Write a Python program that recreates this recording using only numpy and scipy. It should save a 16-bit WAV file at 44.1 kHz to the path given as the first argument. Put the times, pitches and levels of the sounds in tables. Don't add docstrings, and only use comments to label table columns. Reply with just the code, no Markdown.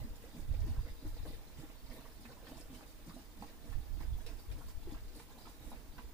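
import sys
import numpy as np
from scipy import signal
from scipy.fft import rfft, irfft, next_fast_len
from scipy.io import wavfile
from scipy.ndimage import uniform_filter1d, map_coordinates

SR = 44100
rng = np.random.default_rng(int(sys.argv[2]) if len(sys.argv) > 2 else 0)


def unload_audio(sound):
    columns = np.transpose(np.atleast_2d(sound))
    steps = np.round(np.clip(columns, -1, 1) * 32767)
    wavfile.write(sys.argv[1], SR, steps.astype(np.int16))


N = 270620


def glugs(rise=0.043, ring_db=-1.0, knock_db=5, knock_t60_s=0.092, plop_db=-3.0):
    # start_s, pitch_hz, level_db (before the part levels above)
    large_bubbles = [(0.044, 255, -45), (0.238, 468, -47.5), (0.346, 252, -48), (0.358, 155, -42),
                     (0.537, 476, -49), (0.631, 422, -50), (0.665, 320, -42.5), (0.761, 1530, -57),
                     (0.787, 1006, -56), (0.861, 640, -50), (1.023, 252, -46), (1.05, 300, -40),
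                     (1.26, 590, -46), (1.271, 306, -53), (1.277, 154, -42), (1.333, 3650, -49),
                     (1.586, 144, -41.5), (1.633, 313, -43), (1.965, 476, -47.5), (2.008, 646, -54),
                     (2.052, 1050, -56), (2.253, 232, -47), (2.369, 980, -56.5), (2.427, 520, -48),
                     (2.51, 253, -44), (2.517, 633, -47), (2.695, 154, -45), (2.7, 263, -43.5),
                     (2.752, 295, -47), (3.077, 160, -41), (3.087, 210, -45.5), (3.107, 1213, -53),
                     (3.161, 258, -44.5), (3.166, 663, -48), (3.409, 199, -43), (3.423, 221, -45),
                     (3.424, 816, -41.5), (3.722, 995, -53), (4.009, 1010, -52), (4.129, 3404, -52),
                     (4.262, 462, -48.5), (4.387, 4590, -50), (4.581, 280, -50), (4.611, 1050, -50.5),
                     (4.872, 335, -39.5), (4.922, 297, -40.5), (4.943, 1080, -53), (4.971, 1660, -57),
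                     (5.152, 483, -47), (5.164, 297, -47), (5.2, 875, -54), (5.469, 975, -47.5),
                     (5.67, 224, -46.5), (5.717, 765, -46.5), (5.718, 238, -46.5), (5.985, 1000, -50),
                     (5.991, 238, -49)]
    ref_t60_s, ref_hz, t60_slope = 0.087, 294, 0.33
    t = np.arange(SR // 4) / SR
    rings, knocks = np.zeros(N), np.zeros(N)
    for start_s, hz, db in large_bubbles:
        t60_s = ref_t60_s * (ref_hz / hz) ** t60_slope
        glide = rise * min(1, 700 / hz)
        add(rings, start_s, amp(db + ring_db) * bubble(t, hz, t60_s, glide))

        plop = around(hz, 1130, octaves=1.74) * burst(hz, octaves=0.54, t60_s=0.086)
        add(rings, start_s, amp(db + plop_db) * plop)

        knock = min(1, 400 / hz) * amp(-60 * t / knock_t60_s) * rng.standard_normal(len(t))
        add(knocks, start_s, amp(db + knock_db) * knock)
    return in_space(rings + filtered(knocks, hollow), left_db=-2.5)


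def stream():
    # freq_hz, level_db (per Hz)
    gulp_spectrum = [(70, -24), (120, 13), (160, -4), (220, -7), (300, -1.5), (370, -7), (480, -14),
                     (900, -60)]
    gurgle_spectrum = [(250, -24), (400, 1.5), (480, -0.5), (650, 1), (850, -4.5), (1100, -5), (1500, -35),
                       (2500, -46)]
    splash_spectrum = [(600, -4), (1200, -7), (1750, 0), (2400, -4.5), (3100, -5), (4000, -24), (6000, -44)]
    trickle_spectrum = [(2200, -47), (3200, -4.5), (3800, 1), (4150, -2.5), (4550, -1), (5100, -2),
                        (5800, -17), (8000, -10)]
    spray_spectrum = [(3000, -31), (5500, 2), (8000, 0), (9500, 1.5), (12000, -0.5), (15000, 1.5)]
    gulp_gain, splash_gain, trickle_gain, spray_gain = pouring()

    air = swarm(rate_hz=180, low_hz=136.4, high_hz=344.4, cycles=11.7, spread_db=8.5, rise=0.11, size=4096)
    gulp = churn(air, gulp_spectrum, hollow_db=1)

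    hose = swarm(rate_hz=300, low_hz=382.3, high_hz=1437, cycles=31.0, spread_db=9.5, rise=0.048, size=2600)
    gurgle = churn(hose, gurgle_spectrum, hollow_db=-2)

    drops = swarm(rate_hz=260, low_hz=1074, high_hz=3220, cycles=20.0, spread_db=4.0, rise=0.12, size=800)
    splash = coloured(drops + amp(-4) * rng.standard_normal(N), splash_spectrum)

    droplets = swarm(rate_hz=260, low_hz=2880, high_hz=6230, cycles=21, spread_db=9.5, rise=0.09, size=400)
    trickle = coloured(droplets + amp(-7.5) * rng.standard_normal(N), trickle_spectrum)

    mist = swarm(rate_hz=900, low_hz=4440, high_hz=14400, cycles=5.5, spread_db=49, rise=0.17, size=64)
    spray = coloured(mist + amp(-20.0) * rng.standard_normal(N), spray_spectrum)

    spatter = amp(-5) * splash_gain * splash
    spatter += amp(2.06) * trickle_gain * trickle
    spatter += amp(1) * spray_gain * spray
    return (in_space(amp(-3) * gulp_gain * gulp, left_db=-4.5)
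            + in_space(amp(-2.0) * splash_gain * gurgle, left_db=-0.5)
            + in_space(spatter, left_db=-1.4))


def pouring(flow_gulp_db=-2, flow_spray_db=-8, flow_trickle_db=-6, slosh_trickle_db=-5.0):
    # start_s, length_s, gulp_db, splash_db, spray_db
    glug_rows = [(0.045, 0.033, -51.5, -67, -82), (0.356, 0.049, -50, -64.5, -67),
                 (0.666, 0.041, -49.5, -60.5, -67), (1.041, 0.034, -55.5, -67, -66.5),
                 (1.259, 0.047, -52.5, -61, -66), (1.591, 0.046, -57, -61, -65.5),
                 (1.906, 0.086, -56, -60, -65), (2.21, 0.02, -55.5, -68, -68),
                 (2.488, 0.098, -56, -60.5, -66), (2.732, 0.048, -54.5, -63.5, -66),
                 (3.065, 0.14, -57, -69, -70), (3.383, 0.07, -54.5, -65.5, -67.5),
                 (3.652, 0.061, -56.5, -63.5, -70.5), (3.985, 0.039, -52.5, -62, -68),
                 (4.29, 0.027, -57, -59.5, -67.5), (4.573, 0.039, -54.5, -62.5, -68.5),
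                 (4.894, 0.053, -58, -61.5, -70), (5.153, 0.04, -58.5, -64.5, -67),
                 (5.463, 0.018, -61, -65, -64), (5.629, 0.082, -58, -64, -67),
                 (5.942, 0.035, -57, -70, -75)]
    # start_s, splash_db, spray_db
    slosh_rows = [(0.0, -57.5, -67), (0.14, -67, -81), (0.245, -61.5, -67), (0.54, -61, -75),
                  (0.615, -63, -76), (0.755, -63, -76), (0.87, -60, -71), (1.17, -60.5, -66),
                  (1.335, -62, -78), (1.41, -67, -80), (1.47, -73, -69), (1.71, -62, -82),
                  (2.055, -61, -70), (2.125, -73, -69), (2.31, -58, -72), (2.44, -62, -79),
                  (2.6, -62.5, -68), (2.82, -59.5, -88), (2.88, -77, -69), (3.49, -63.5, -82),
                  (4.19, -64.5, -68.5), (4.39, -64.5, -66.5), (4.515, -62, -72), (4.69, -66, -68),
                  (4.83, -69, -71), (4.97, -67, -80), (5.21, -68, -73), (5.31, -64.5, -71),
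                  (5.39, -61.5, -67), (5.75, -61.5, -74)]
    flow_db, thinning_db_per_s, uneven_db = -68, 0.45, 1.5
    trickle_db, trickle_growth_db_per_s = -4, 0.5

    start_s, length_s, gulp_db, splash_db, spray_db = np.transpose(glug_rows)
    patter_db = spray_db + trickle_db + trickle_growth_db_per_s * start_s
    glug_gulp = surges(start_s, length_s, gulp_db, swell_s=0.031, fall_db_per_s=320)
    glug_splash = surges(start_s, length_s, splash_db, swell_s=0.031, fall_db_per_s=200)
    glug_spray = surges(start_s, length_s, spray_db, swell_s=0.031, fall_db_per_s=170)
    glug_trickle = surges(start_s, length_s, patter_db, swell_s=0.11, fall_db_per_s=310)

    slosh_s, slosh_splash_db, slosh_spray_db = np.transpose(slosh_rows)
    slosh = surges(slosh_s, 0.0075, slosh_splash_db, swell_s=0.051, fall_db_per_s=240)
    thrown = surges(slosh_s, 0.0075, slosh_spray_db, swell_s=0.051, fall_db_per_s=240)
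    slosh_trickle = amp(slosh_trickle_db) * np.sqrt(slosh * thrown)

    flow = amp(flow_db - thinning_db_per_s * np.arange(N) / SR + uneven_db * wobble(14))
    gulp = [glug_gulp, slosh, amp(flow_gulp_db) * flow]
    splash = [glug_splash, slosh, flow]
    trickle = [glug_trickle, slosh_trickle, amp(flow_trickle_db) * flow]
    spray = [glug_spray, thrown, amp(flow_spray_db) * flow]
    return np.linalg.norm([gulp, splash, trickle, spray], axis=1)


def ticks_and_onsets(noise_t60_s=0.025, noise_db=-6, ring_db=-11):
    # start_s, level_db (before noise_db and ring_db), centre_hz
    onsets = [(0.156, -49, 8500), (0.539, -45, 1750), (0.603, -48, 4530), (1.252, -39, 520),
              (2.252, -41, 1100), (2.469, -44, 1930), (2.608, -47, 6500), (2.745, -44, 3000),
              (2.808, -45.5, 800), (3.082, -47.5, 6100), (3.094, -47, 1150), (3.727, -46, 1300),
              (4.003, -48, 2000), (4.022, -46, 1500), (4.263, -37.5, 3280), (4.514, -45, 2600),
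              (4.684, -48.5, 6840), (4.919, -48, 5500), (5.159, -46, 8000), (5.196, -46, 2200),
              (5.454, -45, 1050), (5.717, -50, 796), (5.981, -44.5, 1800)]
    # freq_hz, level_db, t60_s
    wall_modes = [(1517, 0, 0.04), (1785, 0, 0.031), (2458, -6, 0.078), (3200, -7, 0.02),
                  (3764, -16, 0.074), (4540, -3, 0.052), (5160, -2, 0.045), (7030, -3, 0.017),
                  (9050, -9, .012)]
    track, t = np.zeros(N), np.arange(4096) / SR
    for start_s, db, centre_hz in onsets:
        ring = 0
        for hz, mode_db, t60_s in wall_modes:
            strength = amp(mode_db + rng.normal(0, 5.0)) * around(hz, centre_hz, octaves=1.1)
            ring = ring + strength * bubble(t, hz, t60_s, rise=0)
        noise = burst(centre_hz, octaves=1.3, t60_s=noise_t60_s)
        add(track, start_s, amp(db + ring_db) * ring + amp(db + noise_db) * noise)
    return in_space(track, left_db=-3.0)


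def wind(strong_db=-36, steepness=1.92, flutter_db=1.4):
    # start_s, length_s, level_db, left_over_right_db
    gust_rows = [(0.015, 0.022, -38.5, -6), (0.11, 0.01, -45, 6), (0.404, 0.063, -42.5, 2),
                 (0.495, 0.034, -33.5, -8), (0.587, 0.13, -36, -3), (0.785, 0.011, -34.5, -4),
                 (0.904, 0.022, -43.5, 2.5), (1.066, 0.028, -38, -1), (1.144, 0.01, -45, -8),
                 (1.21, 0.022, -40, 6), (1.288, 0.084, -45.5, 3), (1.59, 0.076, -50, -8),
                 (1.84, 0.076, -50, -8), (3.698, 0.038, -40.5, -16.5), (3.759, 0.013, -35.5, -11),
                 (3.888, 0.2, -40.5, -9.5), (4.089, 0.066, -36.5, -8), (4.234, 0.11, -44.5, -8),
                 (4.488, 0.049, -39, 9.5), (4.649, 0.028, -43, -5), (4.768, 0.022, -41, 13),
                 (4.87, 0.02, -40.5, 6), (4.934, 0.17, -46.5, -1), (5.657, 0.07, -49, 0),
                 (5.89, 0.017, -52, 9), (6.056, 0.024, -46, -9)]
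    # freq_hz, level_db (per Hz)
    rumble_spectrum = [(10, -3), (22, 2.5), (35, 3.5), (55, -5), (75, -9), (110, -29), (200, -32),
                       (500, -102)]
    eddy_spectrum = [(30, -27), (60, 9), (80, 4.5), (120, -4.5), (170, -18.5), (250, -30), (600, -70)]
    breeze_db, breeze_left_db = -55, -3.5

    start_s, length_s, db, left_db = np.transpose(gust_rows)
    gusts = []
    for side in (1, -1):
        port_db = db + 10 * np.log10(2 / (1 + amp(-side * left_db) ** 2))
        gusts.append(surges(start_s, length_s, port_db, swell_s=0.03, fall_db_per_s=177))
    breeze = panned(amp(breeze_db + flutter_db * wobble(8.7)), breeze_left_db)
    push = np.hypot(gusts, breeze)

    slow = even(stereo_noise(rumble_spectrum, [(40, 0.13), (150, 0.27)]), span_s=0.099)
    fast = even(stereo_noise(eddy_spectrum, [(40, 0.19), (150, 0.45)]), span_s=0.061)
    fast_gain = amp(strong_db - 5.0) * (push / amp(strong_db)) ** steepness
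    return amp(-0.5) * push * slow + fast_gain * fast


def background():
    # freq_hz, level_db (per Hz)
    still_spectrum = [(15, -11), (25, 0), (49, -1.5), (177, -14.5), (296, -10), (397, -17.5), (454, -16),
                      (563, -25), (627, -16.5), (736, -24.5), (820, -21), (2970, -28.5), (3690, -28.5),
                      (13000, -33), (15300, -28.5)]
    # freq_hz, coherence
    still_alike = [(60, 0.53), (300, 0.53), (700, 0.54), (1500, 0.082), (4000, 0.057), (9000, 0.053),
                   (15000, 0.48)]
    # freq_hz, peak_db (before panning)
    whine_lines = [(14595, -89), (14655, -88), (14775, -86), (14835, -86), (14895, -84), (15015, -84),
                   (15075, -82), (15195, -79), (15255, -88)]
    t = np.arange(N) / SR
    whine = sum(amp(db) * np.sin(2 * np.pi * (hz * t + 0.27 * rng.random())) for hz, db in whine_lines)
    return panned(amp(-58.0) * stereo_noise(still_spectrum, still_alike) + whine, left_db=-2.0)


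def bubble(t, hz, t60_s, rise):
    ring = np.sin(2 * np.pi * hz * t * (1 + rise * t / t60_s / 2))
    return ring * amp(-60 * t / t60_s) * (1 - np.exp(-2 * hz * t))


def swarm(rate_hz, low_hz, high_hz, cycles, spread_db, rise, size):
    when, pitch, strength = rng.random((int(rate_hz * N / SR), 3)).T[:, :, None]
    hz = low_hz * (high_hz / low_hz) ** pitch
    level = amp(spread_db * strength) * hz / low_hz
    grains = level * bubble(np.arange(size) / SR, hz, cycles / hz, rise)
    places = (when * N).astype(int) + np.arange(size)
    return unit(np.bincount(places.ravel(), grains.ravel(), N)[:N])


def churn(bubbles, spectrum, hollow_db):
    resonant = unit(filtered(bubbles, hollow))
    return even(coloured(bubbles + amp(hollow_db) * resonant, spectrum), span_s=0.055)


def hollow(hz):
    # freq_hz, width_hz, level_db
    air_modes = [(222, 9.4, -6.5), (238, 14, 4.5), (304, 24, -3), (467, 31, -3), (640.4, 21, -9.5),
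                 (815.4, 24, -4.5), (980, 140, -17.5)]
    return sum(amp(db) * 1j * hz * width / (centre * centre - hz * hz + 1j * hz * width)
               for centre, width, db in air_modes)


def in_space(x, left_db):
    # freq_hz, t60_s
    space_decay = [(200, 0.26), (1000, 0.12), (4000, 0.12), (12000, 0.14)]
    # freq_hz, ratio_db
    wet_ratio = [(250, -22), (600, -6.5), (1100, -4.5), (2000, 20), (8000, 14)]
    reflected, hop = np.zeros((2, N + SR)), SR // 4
    for start in range(0, N, hop):
        hz, t, z = signal.stft(rng.standard_normal((2, hop)), SR, nperseg=256)
        decay = amp(-60 * t / along(space_decay, hz)[:, None])
        tail = signal.istft(z * decay, SR, nperseg=256)[1]
        answer = signal.fftconvolve(x[None, start:start + hop], tail / np.linalg.norm(tail[0]), axes=1)
        reflected[:, start:start + answer.shape[1]] += answer

    def share(hz):
        return np.arctan(amp(along(wet_ratio, hz)))

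    direct = filtered(x, lambda hz: np.cos(share(hz)))
    return panned(direct + filtered(reflected[:, :N], lambda hz: np.sin(share(hz))), left_db)


def surges(starts_s, lengths_s, levels_db, swell_s, fall_db_per_s):
    t, power = np.arange(0, N, 32) / SR, 0
    for start_s, length_s, db in np.broadcast(starts_s, lengths_s, levels_db):
        swell = np.clip(1 + (t - start_s) / swell_s, 0, 1)
        fall_db = fall_db_per_s * np.maximum(t - start_s - length_s, 0)
        power = power + (swell * amp(db - fall_db)) ** 2
    return np.interp(np.arange(N) / SR, t, np.sqrt(power))


def wobble(rate_hz):
    return map_coordinates(rng.standard_normal(400), [np.arange(N) * rate_hz / SR], mode="mirror")


def burst(centre_hz, octaves, t60_s):
    t, hz = np.arange(4096) / SR, np.fft.rfftfreq(4096, 1 / SR)
    puff = irfft(rfft(rng.standard_normal(len(t))) * around(hz, centre_hz, octaves))
    return unit(puff) * amp(-60 * t / t60_s)


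def around(hz, centre_hz, octaves):
    return 1 / (1 + (np.log2((hz + 1) / centre_hz) / octaves) ** 2) ** 1.5


def stereo_noise(spectrum, alike):
    def turn(hz):
        return np.arccos(np.clip(along(alike, hz), -1, 1)) / 2

    mid, side = filtered(rng.standard_normal((2, N)), lambda hz: np.array([np.cos(turn(hz)), np.sin(turn(hz))]))
    return coloured(np.array([mid + side, mid - side]), spectrum)


def even(x, span_s):
    power = uniform_filter1d(np.mean(np.atleast_2d(x) ** 2, axis=0), max(int(span_s * SR), 8))
    return x / np.sqrt(np.abs(power) + 0.02 * np.mean(x ** 2))


def coloured(x, spectrum):
    return unit(filtered(x, lambda hz: amp(along(spectrum, hz))))


def filtered(x, response):
    size = next_fast_len(N + SR // 2)
    return irfft(rfft(x, size) * response(np.fft.rfftfreq(size, 1 / SR)), size)[..., :N]


def along(points, hz):
    point_hz, value = np.transpose(points)
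    return np.interp(np.log(hz + 1), np.log(point_hz + 1), value)


def panned(x, left_db):
    return x * amp(np.array([left_db / 2, -left_db / 2]).reshape(2, -1))


def add(track, start_s, sound):
    start = min(max(round(start_s * SR), 0), N)
    track[start:start + len(sound)] += sound[:N - start]


def unit(x):
    return x / np.sqrt(np.mean(x ** 2) + 1e-20)


def amp(db):
    return 10 ** (np.asarray(db) / 20)


def scene():
    return glugs() + stream() + ticks_and_onsets() + wind() + background()


def record(dry, top_hz=15290):
    return filtered(dry, lambda hz: hz < top_hz)


dry = scene()
out = record(dry)
unload_audio(out)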